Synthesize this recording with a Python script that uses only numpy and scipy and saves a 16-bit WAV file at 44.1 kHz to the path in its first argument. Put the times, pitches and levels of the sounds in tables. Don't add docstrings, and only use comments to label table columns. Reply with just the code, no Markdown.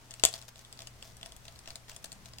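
import sys
import numpy as np
from scipy import signal
from scipy.fft import rfft, irfft
from scipy.io import wavfile
from scipy.ndimage import uniform_filter1d

SR = 44100
rng = np.random.default_rng(int(sys.argv[2]) if len(sys.argv) > 2 else 0)


def unload_wav(signal):
    wavfile.write(
        sys.argv[1],
        SR,
        np.round(np.clip(np.atleast_2d(signal).T, -1, 1) * 32767).astype(np.int16),
    )


N = 105840
HIT_SIZE = 4096
TILT_PIVOT_HZ = 5000
RIB_SPREAD = 1
LEAF_PAN_DB = 2.5


def from_db(db):
    return 10 ** (np.asarray(db) / 20)


def rms_one(x):
    return x / np.sqrt(np.mean(x ** 2) + 1e-20)


def bins(size):
    return np.maximum(np.arange(size // 2 + 1) * SR / size, 1)


def at_hz(points, size):
    hz, value = np.transpose(points)
    return np.interp(np.log(bins(size)), np.log(hz), value)


def octaves_from_pivot():
    return np.log2(bins(HIT_SIZE) / TILT_PIVOT_HZ)


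def panned(db):
    return from_db(np.array([[.5], [-.5]]) * db)


def colour(x, db):
    size = x.shape[-1]
    cepstrum = irfft(np.log(from_db(db)), size)
    cepstrum[1:size // 2] *= 2
    cepstrum[size // 2 + 1:] = 0
    return irfft(rfft(x) * np.exp(rfft(cepstrum)), size)


def wander(size, count):
    return np.interp(np.linspace(0, count - 1, size), np.arange(count), rng.standard_normal(count))


def swells(events, t):
    return sum(from_db(db) * np.exp(-((t - s) / half_s) ** 2) for s, db, half_s in events)


def add(out, s, sound):
    start = int(s * SR)
    out[:, start:start + sound.shape[1]] += sound[:, :max(N - start, 0)]


# pitch_hz, correlation (0 to 1)
STEREO_LIKENESS = [(600, 0.66), (1500, 0.05), (5000, 0.019)]


def diffuse(size):
    mid, side = rfft(rng.standard_normal((2, size)))
    alike = np.clip(at_hz(STEREO_LIKENESS, size), -1, 1)
    shared = np.sqrt((1 + alike) / 2) * mid
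    opposed = np.sqrt((1 - alike) / 2) * side * [[1], [-1]]
    return irfft(shared + opposed, size)


# pitch_hz, relative_level_db (per Hz)
AIR_COLOUR = [(25, 3.5), (60, 3.5), (150, -6), (205, -3), (300, -10), (1000, -10.5), (3500, -16.5),
              (5200, -17), (8500, -19.5), (10500, -24), (16000, -28)]


def background(air_db=-57, air_swell_db=0.72, hum_hz=119.8, hum_db=-61.5, hum_waver=0.35, pan_db=1.5):
    t = np.arange(N) / SR
    air = rms_one(colour(diffuse(N), at_hz(AIR_COLOUR, N)))
    air_level = from_db(air_db + air_swell_db * wander(N, count=20))
    hum_wave = np.sin(2 * np.pi * hum_hz * t + .5 * wander(N, count=60))
    hum = rms_one(hum_wave * (1 + hum_waver * wander(N, count=24)))
    return panned(pan_db) * (air_level * air + from_db(hum_db) * hum)


# pitch_hz, gain_db
CLICK_COLOUR = [(200, -12.5), (660, 1.5), (1200, -1), (3500, 0.5), (5500, 5), (8200, -2), (11000, -7.5)]


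def grains(per_s, size_spread_db=3.5):
    size_db = size_spread_db * np.minimum(rng.exponential(1, N), 3)
    sizes = from_db(size_db) * rng.choice([-1, 1], N)
    happens = rng.random(N) < per_s / SR
    clicks = happens * sizes * (1 + RIB_SPREAD * rng.standard_normal((2, N)))
    return rms_one(colour(clicks, at_hz(CLICK_COLOUR, N)))


# peak_s, level_db
HAND_TURNS = [(.125, -59), (.275, -50), (0.347, -51.5), (0.579, -59.5), (.81, -57), (1.047, -55.5),
              (1.25, -59.5), (1.468, -56.5), (1.69, -54), (1.907, -54), (2.26, -63)]
# middle_s, level_db, half_length_s
RIB_SLIDES = [(0.355, -53.5, 0.004), (0.4878, -44, 0.0059), (1.685, -51, .005), (1.898, -44.5, 0.0039),
              (2.046, -43, 0.0034)]


def rustle(rise_s=0.017, fall_s=0.032, creases_per_s=1500, slips_per_s=4000, clump_db=4, pan_db=3):
    t = np.arange(N) / SR
    effort = from_db(-70)
    for s, db in HAND_TURNS:
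        distance = np.maximum((s - t) / rise_s, (t - s) / fall_s)
        effort = effort + from_db(db) * np.exp(-distance)
    clumps = rms_one(from_db(clump_db * wander(N, count=260)))
    creases = effort * clumps * grains(creases_per_s)
    scrapes = swells(RIB_SLIDES, t) * grains(slips_per_s)
    return panned(pan_db) * (creases + scrapes)


def contact(db, decay_ms, shape_db, balance_db, spread, edge=2.8, right_lag_s=.00008):
    t = np.arange(HIT_SIZE) / SR
    chatter = rng.standard_normal((3, HIT_SIZE)) * np.exp(-t * 1000 / decay_ms)
    chatter[0, 0] = edge
    sides = []
    for force, sign in zip(chatter[0] + spread * chatter[1:], (1, -1)):
        power = uniform_filter1d(np.abs(rfft(force)) ** 2, size=40)
        uneven_db = 10 * np.log10(power + 1e-12)
        sides.append(colour(force, shape_db - uneven_db + sign * balance_db / 2))
    sides[1] = np.roll(sides[1], int(right_lag_s * SR))
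    faded = np.array(sides) * (1 - t / t[-1])
    return from_db(db) * rms_one(faded) * np.sqrt(.005 * SR / HIT_SIZE)


# start_s, level_db, tilt_db_per_octave
RIB_TICKS = [(.1086, -42, 1), (0.115, -49, -5), (0.1388, -42.5, 1.5), (0.1968, -42.5, 2), (.2868, -38, 4.5),
             (.3288, -43, 3), (.3389, -34.5, -0.5), (0.3565, -45, 5), (.3628, -46.5, -1.5),
             (0.4154, -48, 2), (.4241, -48.5, -1.5), (.558, -51.5, -2.5), (.5922, -50, 3),
             (0.649, -51.5, -1), (0.7266, -44, 3), (.774, -53, 0), (.7909, -44, -3), (.8041, -47.5, -3),
             (0.8198, -45, 0.5), (0.8718, -41, .5), (1.0257, -43, -2), (1.1684, -50.5, 6),
             (1.212, -51.5, -4), (1.2301, -41.5, -2.5), (1.2602, -43, -1.5), (1.3209, -47.5, -1.5),
             (1.3645, -48.5, 6), (1.453, -50, -2), (1.4816, -45, -4), (1.5592, -52.5, -1),
             (1.5905, -48, 1.5), (1.6585, -50.5, -4), (1.6751, -40.5, -5), (1.7046, -42, -2),
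             (1.7565, -39, 1), (1.883, -48, -6.5), (1.9158, -47.5, -3.5), (1.9636, -42, 3),
             (2.0424, -39.5, 3.5), (2.0572, -45.5, 3.5), (2.1189, -42, 1.5), (2.1275, -44, 5.5),
             (2.258, -47, -1.5), (2.3350, -48.5, -2.5), (2.385, -43, 2)]
# pitch_hz, gain_db
RIB_TONE = [(300, -35), (1000, -31), (2200, -6), (2650, 4), (3500, 3), (4700, 5.5), (6000, 1), (8400, 1),
            (10000, -9), (16000, -17.5)]
# pitch_hz, left_minus_right_db
RIB_LEAN = [(600, 1.5), (3000, -0.5), (5000, 1.5), (7800, 15.5), (13000, 7.5)]
# pitch_hz, gain_db
FLAP_TONE = [(250, -0.5), (520, 0.5), (700, 5), (1250, -1.5), (1900, 4.5), (6000, -38.5)]


def ticks(decay_ms=1.85, ripple_db=5, leaf_decay_ms=8.4, leaf_db=-13, leaf_db_per_tilt=-1.0):
    out, octaves = np.zeros((2, N)), octaves_from_pivot()
    rib_db, lean_db = at_hz(RIB_TONE, HIT_SIZE), at_hz(RIB_LEAN, HIT_SIZE)
    flap_db = at_hz(FLAP_TONE, HIT_SIZE)
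    for s, db, tilt in RIB_TICKS:
        shape_db = rib_db + tilt * octaves + ripple_db * wander(len(octaves), count=40)
        add(out, s, contact(db, decay_ms, shape_db, lean_db, RIB_SPREAD))
        flap_level_db = db + leaf_db + leaf_db_per_tilt * tilt
        add(out, s, contact(flap_level_db, leaf_decay_ms, flap_db, LEAF_PAN_DB, spread=0.44))
    return out


# start_s, level_db, decay_ms, tilt_db_per_octave
SNAP_CRACKS = [(0.2367, -18, 1.36, -0.5), (0.2386, -19.5, 1.8, -0.5), (0.2517, -12.5, 0.94, 2.5)]
# pitch_hz, gain_db
CRACK_TONE = [(150, -47.5), (330, -15), (700, -10), (1100, -3.5), (1700, -12), (2300, -3), (3250, 4.5),
              (4100, 1), (5000, 4), (5900, -3), (6800, 5), (8200, 1), (9800, -13.5), (13000, -9.5),
              (16000, -31)]
# pitch_hz, left_minus_right_db
CRACK_LEAN = [(500, -22), (2000, 12), (3300, 4), (5000, 3.5), (7600, 18.5), (10000, 21), (14000, 0)]


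def snap():
    out, octaves = np.zeros((2, N)), octaves_from_pivot()
    crack_db, lean_db = at_hz(CRACK_TONE, HIT_SIZE), at_hz(CRACK_LEAN, HIT_SIZE)
    for s, db, decay_ms, tilt in SNAP_CRACKS:
        add(out, s, contact(db, decay_ms, crack_db + tilt * octaves, lean_db, RIB_SPREAD))
    return out


# pitch_hz, peak_gain_db, t60_s
OPEN_FAN_MODES = [(490, -10, 0.044), (653.5, 11, 0.095), (3424, 1.5, 0.013)]


def ringing(x):
    out = 0
    for hz, db, t60 in OPEN_FAN_MODES:
        r = from_db(-60 / (t60 * SR))
        top = [(1 - r * r) / 2, 0, (r * r - 1) / 2]
        bottom = [1, -2 * r * np.cos(2 * np.pi * hz / SR), r * r]
        out = out + from_db(db) * signal.lfilter(top, bottom, x)
    return out


# start_s, gain_db
LEAF_STRIKES = [(0.2375, -2.5), (.2526, -9.5)]
# pitch_hz, level_db (before gain), t60_s
TAUT_LEAF_MODES = [(70.6, -28.5, 0.025), (230, -37, 0.016), (458.4, -34.5, 0.059), (588, -32, 0.035),
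                   (653, -28, .075), (735, -28.5, 0.055), (1030, -30, 0.048), (1364, -27, 0.023),
                   (1842, -44.5, 0.21)]


def leaf_knock():
    out = 0
    for s, knock_db in LEAF_STRIKES:
        t = np.maximum(np.arange(N) / SR - s, 0)
        for hz, db, t60 in TAUT_LEAF_MODES:
            out = out + from_db(knock_db + db - 60 * t / t60) * np.sin(2 * np.pi * hz * t)
    return panned(LEAF_PAN_DB) * out


# pitch_hz, gain_db
ROOM_TONE = [(200, -4), (650, 4.5), (1200, 2.5), (5000, -4), (7500, -6.5)]


def room(x, echo_s=.0074, echo_db=-13, echo_low_hz=3500,
         tail_db=-11, delay_s=0.0055, build_s=0.0014, t60_s=0.15):
    size = 2 ** 15
    t = np.maximum(np.arange(size) / SR - delay_s, 0)
    tail = diffuse(size) * from_db(-60 * t / t60_s) * (1 - np.exp(-t / build_s))
    tail = rms_one(tail) / np.sqrt(size)
    tail = colour(tail, tail_db + at_hz(ROOM_TONE, size))
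    late = np.pad(x, ((0, 0), (int(echo_s * SR), 0)))[:, :N]
    echo = signal.lfilter(*signal.butter(1, echo_low_hz, "high", fs=SR), late)
    decay = signal.fftconvolve(x[:1], tail, axes=1)[:, :N]
    return from_db(echo_db) * echo + decay * panned(db=3.0)


# time_s, level_db
DRAUGHT_LEVEL = [(.75, -87), (.92, -63), (1.55, -60), (1.8, -66), (2.3, -61)]
# pitch_hz, gain_db
DRAUGHT_TONE = [(25, -6), (54, -2), (200, -13.5), (600, -45.5)]


def draught():
    level = from_db(np.interp(np.arange(N) / SR, *np.transpose(DRAUGHT_LEVEL)))
    rumble = rms_one(colour(diffuse(N), at_hz(DRAUGHT_TONE, N)))
    return panned(LEAF_PAN_DB) * level * rumble


# middle_s, level_db, half_length_s
GRIP_RUBS = [(2.175, -61.5, 0.12)]


def grip(band_hz=(127, 233)):
    band = signal.butter(2, band_hz, "band", fs=SR, output="sos")
    rub = rms_one(signal.sosfilt(band, diffuse(N)))
    return swells(GRIP_RUBS, np.arange(N) / SR) * rub


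def scene():
    fan = rustle() + ticks() + snap()
    fan = fan + ringing(fan) + leaf_knock()
    return background() + fan + room(fan) + draught() + grip()


def record(dry, cutoff_hz=16000):
    low_pass = signal.ellip(10, .1, 70, cutoff_hz, fs=SR, output="sos")
    return signal.sosfilt(low_pass, np.clip(dry, -1, 1))


dry = scene()
out = record(dry)
unload_wav(out)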